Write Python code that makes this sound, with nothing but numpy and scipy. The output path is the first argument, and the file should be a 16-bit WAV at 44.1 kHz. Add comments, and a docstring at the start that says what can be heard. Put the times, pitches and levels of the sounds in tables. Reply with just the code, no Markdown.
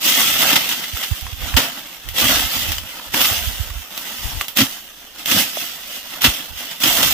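"""Cutting tall dry grass

A machete works through a stand of tall dry grass, a few metres from two microphone ports.
The blade crunches through bundles of stalks and thuds at their roots: bursts of tiny clicks over low noise.
Single stems snap (short noise cracks) or knock (fading tones), and dragged leaves crackle (filtered clicks).
Puffs of wind rumble unevenly in the two ports (filtered noise) with low thumps (brief sinking tones),
over faint steady air, also filtered noise."""
import sys
import numpy as np
from scipy import signal
from scipy.fft import rfft, irfft, next_fast_len
from scipy.io import wavfile

SR = 44100
rng = np.random.default_rng(int(sys.argv[2]) if len(sys.argv) > 2 else 0)


def persist_wave(psi):
    """Save psi, clipped to +-1, as 16-bit WAV."""
    counts = np.round(np.clip(psi, -1, 1) * 32767).astype(np.int16)
    wavfile.write(sys.argv[1], SR, np.atleast_2d(counts).T)


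N = 314433  # samples, about 7.1 s
TIME = np.arange(N) / SR
SIZE = next_fast_len(N + 8192)  # spare room keeps filter tails from wrapping round
HZ = np.fft.rfftfreq(SIZE, 1 / SR)


# blade cuts through bundles, and a few short leaf swishes (at 0.711, 0.833 and 1.026 s):
# (time [s], length [s], crunch level [dB], root thud level [dB])
CUTS_AND_SWISHES = [(0.526, 0.003, -12, -20), (0.5557, 0.0098, -10, -21), (0.711, 0.019, -21.5, -39),
                    (0.833, 0.018, -29.5, -52), (1.026, 0.022, -23.5, -65), (1.5643, .015, -11, -20.5),
                    (2.718, 0.0083, -23.5, -51), (3.135, 0.011, -20.5, -26), (3.202, 0.01, -18, -30),
                    (3.239, 0.017, -16, -40), (4.565, 0.008, -21, -31.5), (4.583, 0.038, -13, -17),
                    (5.31, 0.013, -16, -27), (6.208, 0.051, -23.5, -43), (6.241, 0.0082, -7.5, -18.5),
                    (6.261, 0.0083, -14, -22.5), (6.834, 0.0075, -12, -23), (6.854, 0.025, -21, -27),
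                    (7.027, 0.008, -18, -35)]
# a bundle is tugged and its clump shakes: (time [s], length [s], level [dB])
CLUMP_TUGS = [(2.207, 0.055, -25), (5.341, 0.031, -23)]
# thud of the rooted clump: (frequency [Hz], relative level per Hz [dB])
THUD_SPECTRUM = [(30, -44), (90, -7), (170, -4.5), (240, 0), (300, 1), (380, -22), (550, -15), (1200, -44),
                 (4000, -73)]
CUT_FADE_S, TUG_FADE_S = 0.0074, 0.031


def stroke(t, length_s, fade_s, rise_s=0.0021):
    """The force of a stroke rises quickly, holds, then dies away."""
    rise = np.clip(t / rise_s, 0, 1)
    return rise * np.exp(-np.maximum(t - length_s, 0) / fade_s)


def cuts(bright_db=1, lean_db=0.7):
    """Fibres break in a burst at each cut or leaf swish; cuts and tugs also shake the clump at its root."""
    crunch, shake = np.zeros((1, N)), np.zeros((1, N))
    t = np.arange(SR // 3)[None] / SR
    for s, length, crunch_db, thud_db in CUTS_AND_SWISHES:
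        force = stroke(t, length, CUT_FADE_S)
        add(crunch, s, amp(crunch_db) * force)
        add(shake, s, amp(thud_db) * force)
    for s, length, db in CLUMP_TUGS:
        add(shake, s, amp(db) * stroke(t, length, TUG_FADE_S))
    fibres = grassy(crunch * crackle(per_s=4500, spread_db=-0.5, ring_s=0.0003))
    # thick stalks crunch with more body than leaves
    fibres = colour(fibres, read([(400, -9), (1000, 4.0), (2000, 3.0), (5000, 3), (12000, bright_db)]))
    thud = colour(shake * rng.standard_normal(N), unit(read(THUD_SPECTRUM)))
    return fibres * panned(lean_db) + thud


# thin dry stems breaking: (time [s], level before trim and colouring [dB], left-right difference [dB])
STEM_SNAPS = [(0.078, -1, 0), (0.0978, -5, 9), (0.6909, -5.5, -1), (0.9727, -11, -2), (1.2107, -18, -7),
              (2.0882, -10.5, 4.5), (2.1844, -3, 7), (2.7188, -7, 2), (2.7826, -17, 15), (3.145, -9, -6),
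              (3.2157, 2, 0), (3.9773, -9.5, -1), (4.4827, -9.5, -2), (4.5716, 2.5, -1), (5.2592, -6, 0),
              (6.2195, -2.5, 0), (6.3388, -18, 6), (6.803, -14, 4), (6.836, -5, 8), (6.97, -6, -8),
              (7.0297, 2.5, 4)]


def snaps(trim_db=-3, crack_s=0.0009, splinter_s=0.025, splinter_db=-12, bright_db=2):
    """A stem breaks with one bright crack and a short splintering."""
    t, out = np.arange(SR // 16) / SR, np.zeros((2, N))
    shape = np.exp(-t / crack_s) + amp(splinter_db) * np.exp(-t / splinter_s)
    for s, db, pan in STEM_SNAPS:
        clicks = rng.choice([-1, 1], (2, len(t)))
        add(out, s, amp(db + trim_db) * panned(pan) * shape * clicks)
    return colour(grassy(out), read([(500, -9.0), (2500, -2.5), (8000, -3), (13000, bright_db)]))


# hard knocks: (time [s], level [dB], pitch [Hz], hardness as tilt over the modes [dB per octave])
STALK_KNOCKS = [(.841, -15, 2030, -8), (0.969, -18, 1340, -5), (1.266, -18.5, 1050, -2),
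                (1.541, -19.5, 1050, 6), (2.783, -13.5, 2960, -1), (2.997, -21.5, 1007, -3),
                (3.143, -10, 990, 2), (3.704, -23.5, 1190, 1), (4.4111, -12.5, 1177, 6),
                (5.5718, -12, 643, -19)]
# modes of a hollow stalk: (multiple of the pitch [ratio], level [dB], time to fade by 60 dB [s])
STALK_MODES = [(1, -3.5, 0.023), (1.2, -10, 0.0098), (1.66, -0.5, 0.0095), (2.4, -4.5, 0.011),
               (2.95, -10, 0.0093)]


def knocks(tick_db=-9, tick_s=0.0055, rise_s=0.00016):
    """A hollow stalk answers a blow with a tick and a few quickly damped modes."""
    t, out = np.arange(SR // 20) / SR, np.zeros((2, N))
    for s, db, pitch, hardness in STALK_KNOCKS:
        ring = np.zeros(len(t))
        for ratio, mode_db, t60 in STALK_MODES:
            gain = amp(mode_db + hardness * np.log2(ratio) - 60 * t / t60)
            ring += gain * np.sin(2 * np.pi * (pitch * ratio * t + rng.random()))
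        # a harder knock also ticks louder
        tick = amp(tick_db + hardness) * rng.standard_normal((2, len(t))) * np.exp(-t / tick_s)
        add(out, s, amp(db) * (ring + tick) * (1 - np.exp(-t / rise_s)))
    return out


# the grass is pushed, dragged or brushed: (time [s], rise [s], hold [s], level before layer gains [dB],
# fade [dB per s], thicker stems relative to leaves [dB], fine tips relative to leaves [dB])
GRASS_SWEEPS = [(0, 0.065, 0.2, -20, 38, -8, 0), (0.375, 0.05, 0.11, -20, 330, -3, 0),
                (0.556, .01, 0.094, -25, 52, -7.5, -2.5), (.9, 0.067, 0.11, -34, 53, -8.5, 0.5),
                (1.345, 0.073, 0.22, -34.5, 90, -1.5, -1.5), (1.563, 0.011, 0.0083, -20, 130, -2.5, -1.5),
                (2.133, 0.086, 0.085, -19, 48, -5.5, -.5), (2.481, 0.056, 0.12, -27, 92, -5, -.5),
                (2.862, .03, 0.11, -39.5, 80, -3, -1.5), (3.115, 0.055, .11, -23, 53, -5, 1),
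                (3.496, 0.03, .04, -39, 35, -4, 3), (3.83, 0.24, .35, -34.5, 200, -3.5, 0.5),
                (4.552, 0.023, 0.061, -27.5, 232, -5.5, 1.5), (4.68, 0.03, .04, -40.5, 118, -5, 1.5),
                (5.14, 0.062, 0.022, -39, 105, -4.5, -1.5), (5.251, 0.06, 0.092, -20.5, 125, -7.5, 1),
                (5.49, 0.08, 0.094, -31.5, 97, -7.5, -1), (5.758, 0.14, 0.079, -37, 153, -6.5, -.5),
                (6.018, 0.073, 0.065, -38, 96, 0, -1), (6.215, 0.02, 0.013, -23.5, 74, -7, -1),
                (6.55, 0.031, 0.13, -34.5, 85, -5, -1.5), (6.793, 0.055, 0.24, -22, 50, -3, 1.6)]
SWAY_DB, SWAY_FADE_DB_PER_S = -18, 12.5  # fainter, slower-fading sway of the tops with each sweep
IDLE_DB, IDLE_STEMS_DB = -49, -1.5  # the grass left alone; its stems relative to its leaves


def stirring():
    """Levels of leaves, stems and tips in dB: each sweep rises, holds and dies away, adding in power."""
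    t = TIME[::32]  # coarse steps, joined by straight lines below
    power = amp(IDLE_DB + np.array([[0], [IDLE_STEMS_DB], [0]])) ** 2
    for s, rise, hold, db, fade, stems_db, tips_db in GRASS_SWEEPS:
        after = np.maximum(t - s - rise - hold, 0)
        sweep = amp(db - fade * after) ** 2
        sway = amp(db + SWAY_DB - SWAY_FADE_DB_PER_S * after) ** 2
        start = np.clip((t - s) / rise, 0, 1) ** 2
        power = power + start * (sweep + sway) * amp([[0], [stems_db], [tips_db]]) ** 2
    return [np.interp(TIME, t, 10 * np.log10(p)) for p in power]


LEAN_DB, LEAN_DB_PER_S = 1.05, -0.28  # left-right place of leaves and tips, which drifts to the right


def rustle(leaves_db=2.0, stems_db=-0.35, tips_db=4.5, taps_db=-10,
           catch_db=0.94, stem_catch_db=1.63, tip_catch_db=0.4, hard_db=-27, blend_db=4):
    """Hard dragging gives fast, short, uneven crackle; settling grass slower, longer-ringing, with taps."""
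    level, stem_level, tip_level = stirring()
    body, fine = stem_level - level, tip_level - level
    # share of dragging: near 0 in quiet grass, half at hard_db, near 1 in hard sweeps
    hard = 1 / (1 + np.exp((hard_db - level) / blend_db))
    dragged = crackle(per_s=7000, spread_db=2.5, ring_s=0.0012)
    settling = crackle(per_s=4000, spread_db=1.5, ring_s=0.0022)
    grains = grassy(np.sqrt(hard) * dragged + np.sqrt(1 - hard) * settling)
    grains = shifting(grains, depth_db=2.5, span_hz=151, span_s=0.071)
    # thick stems sound low, leaves in the middle, fine tips high
    low, middle = below(grains, hz=1850), below(grains, hz=5270)
    stems = amp(stems_db + body + stem_catch_db * flutter(per_s=18)) * evened(low)
    leaves = amp(leaves_db) * evened(middle - low)
    tips = amp(tips_db + fine + tip_catch_db * flutter(per_s=15)) * evened(grains - middle)
    tapping = taps(per_s=120, spread_db=5, ring_s=0.0072, low_hz=932, high_hz=3910)
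    tapping = amp(taps_db + body / 2) * np.sqrt(1 - hard) * tapping
    place = panned(LEAN_DB + LEAN_DB_PER_S * TIME)
    grass = place * (leaves + tips) + stems + tapping
    return amp(level + catch_db * flutter(per_s=13.4)) * grass


def taps(per_s, spread_db, ring_s, low_hz, high_hz, rise_s=0.00087):
    """Hollow stems tap one another, each with its own short pitched ring."""
    t, out = np.arange(SR // 30) / SR, np.zeros((2, N))
    for when, force, stem, left, right in rng.random((round(per_s * N / SR), 5)):
        hz = low_hz * (high_hz / low_hz) ** stem
        tone = np.sin(2 * np.pi * (hz * t + np.array([[left], [right]])))
        ring = tone * np.exp(-t / ring_s) * (1 - np.exp(-t / rise_s))
        add(out, when * N / SR, amp(spread_db * force ** 2) * ring)
    return evened(spaced(out))


def crackle(per_s, spread_db, ring_s):
    """Dry fibres break at random moments with uneven force, each in a tiny fading burst."""
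    force = amp(spread_db * np.minimum(rng.exponential(1, N), 5))
    size = force * (rng.random(N) < per_s / SR)
    # overlapping bursts add in power
    power = signal.lfilter([1], [1, -np.exp(-2 / (ring_s * SR))], size ** 2)
    return evened(np.sqrt(power) * rng.standard_normal((2, N)))


def flutter(per_s):
    """A smooth random wander of rms 1, for levels that waver."""
    count = N // 2 + 1
    draws = rng.standard_normal(count) * np.exp(2j * np.pi * rng.random(count))
    slow = 1 + (np.fft.rfftfreq(N, 1 / SR) / per_s) ** 2
    return evened(irfft(draws / slow, N))


def shifting(x, depth_db, span_hz, span_s):
    """Each moment other leaves carry the sound, so its colour wanders in patches."""
    z = signal.stft(x, nperseg=1024, noverlap=768)[2]
    patches = rng.standard_normal(z.shape[1:])
    # smooth the random patches across frequency and along time
    across = np.fft.fftfreq(z.shape[1], SR / 1024)[:, None]
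    along = np.fft.fftfreq(z.shape[2], 256 / SR)
    smooth = np.exp(-(across * span_hz) ** 2 - (along * span_s) ** 2)
    patches = evened(np.fft.ifft2(np.fft.fft2(patches) * smooth).real)
    return signal.istft(z * amp(depth_db * patches), nperseg=1024, noverlap=768)[1][:, :N]


# crackle of dry leaves: (frequency [Hz], relative level per Hz [dB])
LEAF_SPECTRUM = [(30, -14), (90, -11.5), (160, -3), (600, -0.5), (1500, 1), (5500, 2), (7500, -3.5),
                 (10500, -4), (13000, 0.5), (15500, -2)]
# humps and hollows in the sound of the clump: (centre [Hz], half width [Hz], level [dB])
CLUMP_HUMPS = [(258, 110, 4), (403, 76, -8), (713, 43, 2), (1057, 76, -4), (1312, 52, 2.5), (2047, 180, 5),
               (2300, 270, -3), (2740, 440, 6), (3380, 450, 6.5)]


def grassy(x):
    """Dry leaves and the clump favour some pitches: gives white clicks their colour."""
    return colour(spaced(x), unit(read(LEAF_SPECTRUM) + humps(CLUMP_HUMPS)))


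def thicket(x, wet_db, t60=0.15):
    """The standing stalks scatter each blow into a short diffuse tail."""
    t = np.arange(SR // 4) / SR
    tail = rng.standard_normal((2, len(t))) * amp(-60 * t / t60) * (t > .003)
    tail = tail / np.linalg.norm(tail[0])
    scattered = signal.fftconvolve(x, tail, axes=1)[:, :N]
    return x + amp(wet_db) * spaced(scattered)


# low thumps: wind eddies at a port, and at 6.286 s a centred thump of the blade's blow or the air it pushes:
# (time of peak [s], level [dB], pitch at the peak [Hz], left-right difference [dB])
LOW_THUMPS = [(0.944, -32.5, 76, -31), (1.122, -18.5, 85, -23.5), (1.335, -28.5, 80, -21),
              (1.554, -17, 72, -25), (3.322, -23, 91, -13), (3.481, -24.5, 70, -27),
              (3.611, -20, 75, -21.5), (3.716, -23, 61, -7.5), (3.765, -23, 61.3, -9), (4.255, -31, 51, 33),
              (4.377, -31.5, 65, 27), (6.286, -16, 71.5, 1)]
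THUMP_CYCLES, THUMP_SAG_PER_S = 0.8, 32  # half length in its own cycles; how fast its pitch sinks


def thumps():
    """Moving air gives a brief low swing of pressure that slows as it passes."""
    t, out = np.arange(-SR // 20, SR // 20) / SR, np.zeros((2, N))
    for s, db, hz, pan in LOW_THUMPS:
        cycles = hz * (1 - np.exp(-THUMP_SAG_PER_S * t)) / THUMP_SAG_PER_S
        swing = np.cos(2 * np.pi * cycles) * np.exp(-(cycles / THUMP_CYCLES) ** 2)
        add(out, s + t[0], amp(db) * panned(pan) * swing)
    return out


# spells of wind at the ports: (time [s], length [s], level [dB], left-right difference [dB])
WIND_GUSTS = [(0.255, 0.15, -47, -13), (1.214, 0.09, -42, -21), (1.357, 0.23, -32, -8),
              (2.038, 0.14, -41.5, -24.5), (2.197, 0.31, -39.5, -18), (2.523, 0.37, -36.5, -11),
              (3.047, 0.31, -43, -7), (3.268, 0.59, -38, -13), (4.171, 0.26, -42.5, 27.5),
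              (6.49, 0.093, -45, -16), (6.885, .28, -35.5, 6)]
# wind in a port: (frequency [Hz], relative level per Hz [dB])
WIND_SPECTRUM = [(12, -34.5), (30, -2), (50, 6), (75, 4.5), (110, -4), (170, -16), (300, -34), (1000, -66)]


def wind(lump_db=3):
    """Turbulence rumbles in each port on its own, in lumpy spells."""
    strength = np.zeros((2, N))
    for s, length, db, pan in WIND_GUSTS:
        swell = signal.windows.tukey(max(round(length * SR), 2), .35)
        add(strength, s, amp(db) * panned(pan) * swell)
    eddies = evened(colour(rng.standard_normal((2, N)), read(WIND_SPECTRUM)))
    return strength * eddies * amp(lump_db * flutter(per_s=15))


# the open field: (frequency [Hz], relative level per Hz [dB])
FIELD_SPECTRUM = [(20, 2), (60, 2), (130, -19), (250, -16), (400, -8), (1000, -12.5), (3000, -25),
                  (15000, -51)]


def field(level_db=-55):
    """Faint steady air over the open field, made of filtered noise."""
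    noise = spaced(rng.standard_normal((2, N)))
    return amp(level_db) * evened(colour(noise, read(FIELD_SPECTRUM)))


# likeness of the two ports: (frequency [Hz], correlation [0 to 1])
PORT_LIKENESS = [(30, 0.3), (300, 0.91), (750, 0.79), (1200, 0.48), (2000, 0.23), (3000, 0.051),
                 (4300, 0.0054), (15000, 0.018)]


def spaced(x):
    """Two spaced ports hear long waves alike and short waves differently."""
    angle = np.arcsin(np.clip(read(PORT_LIKENESS), 0, 1)) / 2
    z = rfft(x, SIZE)
    # each side takes in some of the other
    return irfft(np.cos(angle) * z + np.sin(angle) * z[::-1], SIZE)[:, :N]


def amp(db):
    """Decibels to gain."""
    return 10 ** (np.asarray(db) / 20)


def evened(x):
    """Scales to rms 1."""
    return x / np.sqrt(np.mean(x ** 2) + 1e-20)


def read(points):
    """A spectrum table joined by straight lines on a log-frequency axis."""
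    hz, value = np.transpose(points)
    return np.interp(np.log(HZ + 1), np.log(hz + 1), value)


def humps(rows):
    """Bell-shaped peaks and dips, in dB."""
    return sum(db * np.exp(-((HZ - hz) / width) ** 2) for hz, width, db in rows)


def colour(x, db):
    """Causal (minimum-phase) filter with the given gain, so that clicks keep their sharp front."""
    cepstrum = irfft(np.log(amp(np.maximum(db, -100))), SIZE)
    # folding the second half onto the first puts the response after the click
    cepstrum[1:SIZE // 2] *= 2
    cepstrum[SIZE // 2 + 1:] = 0
    return irfft(rfft(x, SIZE) * np.exp(rfft(cepstrum)), SIZE)[..., :N]


def unit(db):
    """Shifts a gain curve so that white noise keeps its power."""
    return db - 10 * np.log10(np.mean(amp(db) ** 2))


def below(x, hz):
    """The part of a sound under a frequency."""
    return irfft(rfft(x, SIZE) / (1 + (HZ / hz) ** 8), SIZE)[:, :N]


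def panned(db):
    """Left and right gains for a level difference."""
    return amp(np.array([np.atleast_1d(db), -np.atleast_1d(db)]) / 2)


def add(mix, s, sound):
    """Lays a sound into the mix at a time in seconds."""
    part = mix[:, max(round(s * SR), 0):][:, :sound.shape[1]]
    part += sound[:, :part.shape[1]]


def scene():
    """Blows and swishes in the thicket, moving grass, low thumps, wind and air."""
    blows = cuts() + snaps() + knocks()
    return thicket(blows, wet_db=-11.0) + rustle() + thumps() + wind() + field()


# notches of the port cavities: (centre [Hz], half width [Hz], level [dB])
CAVITY_NOTCHES = [(8990, 260, -13.5), (11370, 510, -9.5)]
# the right port is the brighter one: (frequency [Hz], left-right difference [dB])
BRIGHTNESS_BALANCE = [(100, -1), (8000, -1.5), (11000, -3), (12800, -6.5), (15500, -7.5)]
EDGE_HZ = 15520  # top of the band


def record(dry):
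    """Port colour, soft overload near full scale, and the band limit."""
    notches, balance = humps(CAVITY_NOTCHES), read(BRIGHTNESS_BALANCE) / 2
    ports = np.array([colour(x, notches + side * balance) for x, side in zip(dry, (1, -1))])
    held = ports / (1 + ports ** 6) ** (1 / 6)
    band = signal.firwin(601, EDGE_HZ, window=("kaiser", 8), fs=SR)
    return signal.oaconvolve(held, band[None], "same", axes=1)


dry = scene()
out = record(dry)
persist_wave(out)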